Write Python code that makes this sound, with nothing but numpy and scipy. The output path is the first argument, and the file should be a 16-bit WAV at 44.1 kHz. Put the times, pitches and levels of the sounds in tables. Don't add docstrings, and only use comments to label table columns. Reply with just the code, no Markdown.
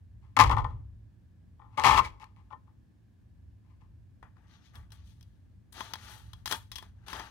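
import sys
import numpy as np
from scipy import signal
from scipy.fft import rfft, irfft, next_fast_len
from scipy.io import wavfile

SR = 44100
rng = np.random.default_rng(int(sys.argv[2]) if len(sys.argv) > 2 else 0)


def master(y):
    cut = np.clip(np.atleast_2d(y).T, -1, 1)
    pcm = np.round(cut * 32767)
    wavfile.write(sys.argv[1], SR, pcm.astype(np.int16))


N = 322106
T = np.arange(N) / SR


def undb(db):
    return 10 ** (np.asarray(db, float) / 20)


def unit(x):
    return x / np.sqrt(np.mean(x ** 2))


def shape(x, points, lag_s=0.):
    hz, db = np.transpose(points)
    size = next_fast_len(N, True)
    f = np.arange(size // 2 + 1) * SR / size
    gain = undb(np.interp(np.log(f + 1), np.log(hz + 1), db))
    delay = np.exp(-2j * np.pi * f * lag_s)
    return irfft(rfft(x, size) * gain * delay, size)[:N]


def wander(rate, size):
    knots = rng.random((size, 1000))
    return np.array([np.interp(T * rate, np.arange(1000), row) for row in knots])


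def ring(x, modes):
    t = T[:int(SR * max(t60 for _, _, t60 in modes))]
    response = np.zeros(len(t))
    for k, (hz, db, t60) in enumerate(modes):
        fade = np.exp(-np.log(1000) * t / t60)
        response += (-1) ** k * undb(db) * fade * np.sin(2 * np.pi * hz * t)
    return signal.oaconvolve(x, response / np.abs(response).max())[:N]


def blows(times, dbs, contact_s, chatter_db):
    out, t = np.zeros(N + 512), T[:512]
    for s, db, chance in zip(times, dbs, rng.standard_normal((len(times), 512))):
        chatter = chance * np.exp(-t / contact_s)
        chatter = undb(chatter_db) * chatter / np.sqrt(np.sum(chatter ** 2))
        start = int(s * SR)
        out[start:start + 512] += undb(db) * (chatter + (t == 0))
    return out[:N]


def grains(rate, scatter_db):
    hit, size, sign = rng.random((3, N))
    clumps = undb(5.0 * wander(70, size=1)[0])
    sizes = undb(-scatter_db * np.log(size + 1e-9))
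    return unit(clumps * (hit < rate / SR) * sizes * np.sign(sign - .5))


def strokes(rows):
    swell_db, gone_db = 11.5, 90
    out = np.zeros((len(rows[0]) - 3, N))
    for s, swell_s, level_db, fade_s, *rest_db in rows:
        span = slice(int(s * SR), int((s + swell_s + fade_s * gone_db / 60) * SR))
        late = T[span] - s - swell_s
        form_db = np.minimum(swell_db * late / swell_s, -60 * late / fade_s)
        levels_db = level_db + np.array([0.] + rest_db)
        out[:, span] += undb(2 * form_db) * undb(2 * levels_db)[:, None]
    return np.sqrt(out)


def rub(force, slips, modes, bend):
    share = wander(16, size=3) ** 2 + .01
    share = np.sqrt(share / share.sum(axis=0))
    tunings = [[(hz * (1 + k * bend), db, t60) for hz, db, t60 in modes] for k in (-1, 0, 1)]
    rung = sum(ring(force * part * slips, tuning) for part, tuning in zip(share, tunings))
    return rung / np.std(ring(slips[:2 * SR], modes))


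# time in seconds, level in dB.
RUMBLE = [(0.0, -52.5), (0.318, -51.5), (1.198, -56), (1.724, -54.5), (2.2, -63), (2.4, -54), (3.12, -64),
          (3.46, -51), (3.61, -61), (3.82, -52.5), (4.68, -59), (4.77, -49.5), (5.79, -57), (6.27, -50),
          (7.3, -54.5)]
# frequency in Hz, relative level in dB.
RUMBLE_TONE = [(15, -50.5), (25, -16), (58, -1), (91, -2), (115, 0), (126, -14.5), (129, -16), (150, -17),
               (180, -22), (230, -51), (400, -120)]
# frequency in Hz, relative level in dB.
AIR_TONE = [(94, -42.5), (160, -0.5), (194, -0.5), (333, -10.5), (411, -20), (1060, -27.5), (1360, -32),
            (1710, -24.5), (1920, -32), (16000, -48)]


def background():
    both, left, right, air_l, air_r = rng.standard_normal((5, N))
    level = undb(np.interp(T, *np.transpose(RUMBLE)))
    rumble = level * [unit(shape(both + .45 * own, RUMBLE_TONE)) for own in (left, right)]
    air = np.array([unit(shape(own + 0.51 * both, AIR_TONE)) for own in (air_l, air_r)])
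    return rumble + undb(-66.5) * air


# time in seconds, edge tick peak in dB before mixing,
# hollow body in dB relative to the tick.
KNOCKS = [(0.2494, -74, 13), (0.3671, -23, 6.5), (0.3905, -16, 7), (0.3974, -19, 9.5), (0.402, -13.5, 2.5),
          (0.4104, -16.5, -1), (0.4164, -24, 6), (0.4394, -23.5, 1), (0.4963, -31, 16),
          (0.5132, -30.5, 10.5), (0.5676, -40.5, 20.5), (0.5844, -41.5, 18), (0.6074, -51, 10.5),
          (0.6444, -44.5, 18.5), (1.5944, -76, 27), (1.617, -76.5, 30), (1.7749, -42, 14),
          (1.7978, -25.5, 0), (1.8382, -20.5, 7.5), (1.8464, -18.5, 4), (1.8674, -15.5, 1.5),
          (1.8914, -23.5, 7), (2.0502, -40, -9), (2.1994, -53, 3), (2.2274, -53.5, 12),
          (2.2424, -45.5, -25), (2.3635, -61.5, 2), (2.5054, -65.5, 21.5), (2.5277, -59.5, 21),
          (2.6744, -78, 17)]
# start in seconds, swell in seconds, level in dB
# before mixing, time to fade 60 dB in seconds, grit in dB relative to that level.
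SLIDES = [(.215, 0.01, -69, 0.5, -14), (.367, 0.0012, -20, 0.0641, -11.5), (.391, 0.011, -15, 0.17, -10.5),
          (.497, 0.021, -23.5, 0.12, -22), (.567, 0.016, -28.5, 0.13, -23.5),
          (.645, 0.0024, -47, 0.38, -23.5), (1.592, .028, -58, 0.36, -34), (1.65, 0.022, -60.5, -0.1, -35),
          (1.7, 0.032, -62.5, 1.66, -18), (1.773, 0.0019, -26.5, 0.3832, -18),
          (1.836, 0.019, -13, 0.2318, -15.5), (1.87, 0.043, -17, .2, -16), (1.93, .065, -17, 0.05, -16.5),
          (2.01, 0.04, -45.5, 0.1657, -4), (2.1, .02, -62, 0.6, -18), (2.364, 0.0078, -66, 0.36, -13),
          (2.2, 0.018, -51.5, 0.21, -13.5), (2.503, 0.027, -44, 0.07, -27.5), (2.673, .005, -69, 0.27, -30),
          (3.64, .066, -72, 0.25, -12), (3.8, 0.012, -67.5, 0.28, -14)]
# frequency in Hz, relative level in dB, time to fade 60 dB in seconds.
BOWL = [(725, -13.5, .08), (803.5, -1.5, 0.05), (874.2, 1, 0.094), (959.4, -3.5, 0.12), (1037, 0.5, .11),
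        (1096, -1, .09), (1196.5, -1, .07), (1261.6, -11.5, 0.14), (1335, -9, 0.098), (1498, -18.5, 0.1),
        (1810, -16, 0.13), (1950, -13.5, .035), (2290, -15, .035), (2536, -18.5, 0.013),
        (3060, -19.5, 0.027), (3170, -17.5, 0.022), (3460, -18.5, 0.034), (3700, -23.5, 0.034)]
# frequency in Hz, relative level in dB per Hz.
GRIT = [(880, -27), (1500, -8), (2250, -1.5), (3730, -12), (4240, -12), (16000, -35.5)]


def cup_on_bowl():
    s, tick_db, body_db = np.transpose(KNOCKS)
    slide, grit = strokes(SLIDES)
    slips = grains(5000, 2.0)
    hits = blows(s, tick_db + body_db, 0.00075, -8.5)
    rung = undb(1.5) * ring(hits, BOWL)
    rung += undb(-5) * rub(slide, slips, BOWL, 0.014)
    ticks = undb(27.5) * shape(blows(s, tick_db, 0.0027, -5), GRIT)
    rasp = undb(4.5) * grit * unit(shape(slips, GRIT))
    return rung + ticks + rasp, hits, slide, slips


# frequency in Hz, relative level in dB,
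# time to fade 60 dB in seconds.
TABLE = [(180, -6, .1), (240, -1, 0.092), (290, -1.5, 0.12), (340.9, -5.5, 0.096), (416, -5, 0.11),
         (488.8, 0, 0.095), (624, 1, 0.059)]


def table_top(hits, slide, slips):
    return undb(-23) * ring(hits, TABLE) + undb(-29.0) * rub(slide, slips, TABLE, .04)


# start in seconds, swell in seconds,
# level in dB before mixing, time to fade 60 dB in seconds.
SHAKES = [(.368, .03, -30, 1.08), (.42, .11, -30, 0.88), (1.775, .005, -43, 1), (1.845, .055, -31.5, 0.53)]
# frequency in Hz, relative level in dB, time to fade 60 dB in seconds.
LEGS = [(47, 3, 0.13), (69, -3, 0.28), (106, 1, 0.14), (144.6, -19.5, 0.75)]


def table_legs():
    heave, rock = (rub(strokes(SHAKES)[0], push, LEGS, 0.033) for push in rng.standard_normal((2, N)))
    return undb(-1.0) * heave + undb(-12) * rock * np.array([[1], [-1]])


# start in seconds, swell in seconds,
# cup wall in dB before mixing, time to fade 60 dB in seconds, foil crinkle in dB relative to the wall,
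# glue hiss in dB relative to the wall.
PULLS = [(4.227, 0.0018, -56, 0.25, -25, -30), (4.355, .015, -70.5, 2.9, -15.5, -23),
         (4.47, 0.069, -67.5, 0.4, 0.5, -15), (4.62, 0.045, -74, .25, 6.5, -9),
         (4.735, 0.021, -54, 0.28, -11, -15), (4.92, .002, -62, 0.15, -4, 0),
         (4.94, 0.011, -72.5, 0.85, 0.5, -13), (5.04, .035, -79, 0.53, 9.5, 4),
         (5.18, 0.034, -82, 1.3, -1, -5), (5.723, 0.0013, -63.5, 0.12, -3, 10),
         (5.74, 0.063, -46, 0.58, -3.5, -12.5), (5.815, .045, -50, -0.62, -6, -10),
         (5.9, 0.063, -59, 0.3, -12, -15), (5.936, 0.002, -48.5, 0.1, 0, -18),
         (5.96, 0.085, -53, .5, -1.5, -11.5), (6.05, 0.067, -51, 0.52, -3.5, -8),
         (6.333, .003, -69, 0.7, -5, -10), (6.458, 0.00089, -48, 0.37, 3.5, 1.5),
         (6.495, 0.029, -34.5, 0.17, -4.5, -8), (6.717, 0.0019, -55.5, 0.18, 4.5, -5),
         (6.757, 0.0041, -52.5, 0.2, 2.5, -3), (6.79, .04, -60, 0.28, -8.5, -12.5),
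         (6.95, .09, -69.5, 6, -11, -25), (7.063, 0.041, -45, 0.65, -5.5, -13),
         (7.125, 0.012, -43, .5, -7.5, -16.5), (7.15, 0.043, -43, 0.24, -13, -28),
         (7.25, 0.039, -50.5, -6, -6, -13)]
# frequency in Hz, relative level in dB,
# time to fade 60 dB in seconds.
CUP = [(430, -7, 0.013), (630, -21, 0.017), (880, 8.5, 0.032), (1035, 7.5, 0.051), (1386, 15.5, 0.007),
       (1540, -22, .025), (1724, 5.5, 0.023), (2000, -19, 0.011), (2440, -5.5, 0.0058)]
# frequency in Hz, relative level in dB, time to fade 60 dB in seconds.
FOIL = [(3170, 0, 0.0067), (3270, 20.5, 0.0039), (3316, 5.5, 0.075), (3874, 9.5, 0.0071),
        (4984, 15.5, 0.0063), (5135, 12, 0.016), (6160, 12.5, 0.0055), (8960, -10.5, 0.011),
        (12800, -14, 0.0035), (14700, -19, .003)]
# frequency in Hz, relative level in dB.
HISS = [(4120, -58), (7000, 2.5), (10400, 6.5), (12100, 1), (14000, 3), (16000, -6)]


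def lid_peel():
    wall, crinkle, hiss = strokes(PULLS)
    slips = grains(7000, 1.8)
    peel = undb(-5.0) * rub(wall, slips, CUP, 0.1)
    peel += undb(-2.5) * rub(crinkle, slips, FOIL, 0.034)
    peel += undb(-1.5) * hiss * unit(shape(grains(12000, 1.8), HISS))
    return peel + undb(-12.5) * rub(wall, slips, BOWL, 0.029)


# time in seconds, peak in dB before mixing,
# foil crack in dB relative to the peak.
SNAPS = [(4.228, -39, -18), (4.368, -55, -17), (4.755, -54.5, 9.5), (4.905, -62, 4.5), (4.92, -53, 10.5),
         (5.21, -69.5, 17.5), (5.228, -67, 17), (5.727, -52, 6), (5.78, -38.5, -16), (5.807, -27, -9),
         (5.904, -56, -15), (5.936, -29.5, 3.5), (5.956, -36.5, -4), (6.333, -41, 1.5), (6.458, -29, 4.5),
         (6.476, -30, 1), (6.512, -23, 0), (6.524, -19.5, -1), (6.533, -52, -15), (6.545, -45, -10),
         (6.717, -44, 13), (6.757, -43.5, 15.5), (6.784, -39, 6.5), (6.826, -41.5, -2.5), (7.083, -33, -3),
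         (7.131, -30, -3.5), (7.196, -30, -7)]


def lid_snaps():
    s, db, crack_db = np.transpose(SNAPS)
    cracks = blows(s, db + crack_db, 0.0031, 2.6)
    wall = undb(-2.5) * ring(blows(s, db, 0.0018, -3.5), CUP)
    return wall + undb(-2.5) * ring(cracks, FOIL) + undb(1.0) * shape(cracks, HISS)


# frequency in Hz,
# cut in dB on the right before its overall gain.
LEAN = [(120, -1), (250, 4.5), (500, 12.5), (1000, 14.5), (2000, 1), (4000, 16), (8000, 12.5), (13000, 12)]


def arrive(x):
    scatter_hz, scatter_s, shifts_per_s = 2000, 0.0045, 52
    low = signal.filtfilt(*signal.butter(2, scatter_hz, fs=SR), x)
    t = T[:1024]
    early = rfft(rng.standard_normal((2, 1024)) * np.exp(-t / scatter_s) + 3.0 * (t == 0))
    colourless = irfft(early / np.abs(early))
    paths = signal.fftconvolve((x - low)[None], colourless, axes=1)[:, :N]
    turn = 2 * np.pi * wander(shifts_per_s, size=1)[0]
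    right = low + np.cos(turn) * paths[0] + np.sin(turn) * paths[1]
    shaded = shape(right, [(hz, -db) for hz, db in LEAN], lag_s=0.00013)
    return np.array([undb(5.5) * x, undb(6.0) * shaded])


def room(x):
    fade_60db_s, damp_hz = .3, 4840
    t = T[:SR // 2]
    cloud = rng.standard_normal((2, len(t))) * np.exp(-np.log(1000) * t / fade_60db_s)
    cloud *= t > .003
    cloud = signal.lfilter(*signal.butter(1, damp_hz, fs=SR), cloud)
    cloud /= np.sqrt(np.sum(cloud[0] ** 2))
    return signal.fftconvolve(x[None], cloud, axes=1)[:, :N]


def scene():
    knock, hits, slide, slips = cup_on_bowl()
    top = table_top(hits, slide, slips)
    legs = table_legs()
    near = knock + lid_peel() + lid_snaps()
    echoes = undb(-22) * room(near) + undb(-2.5) * room(top)
    top_pair = undb([[2.5], [-2.5]]) * top
    return arrive(near) + echoes + top_pair + legs + background()


def record(dry):
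    low_cut_hz, top_hz = 43, 15900
    cut = signal.sosfilt(signal.butter(7, low_cut_hz, "high", fs=SR, output="sos"), dry)
    clipped = np.clip(cut, -1, 1)
    return signal.sosfilt(signal.ellip(12, .2, 90, top_hz, fs=SR, output="sos"), clipped)


dry = scene()
out = record(dry)
master(out)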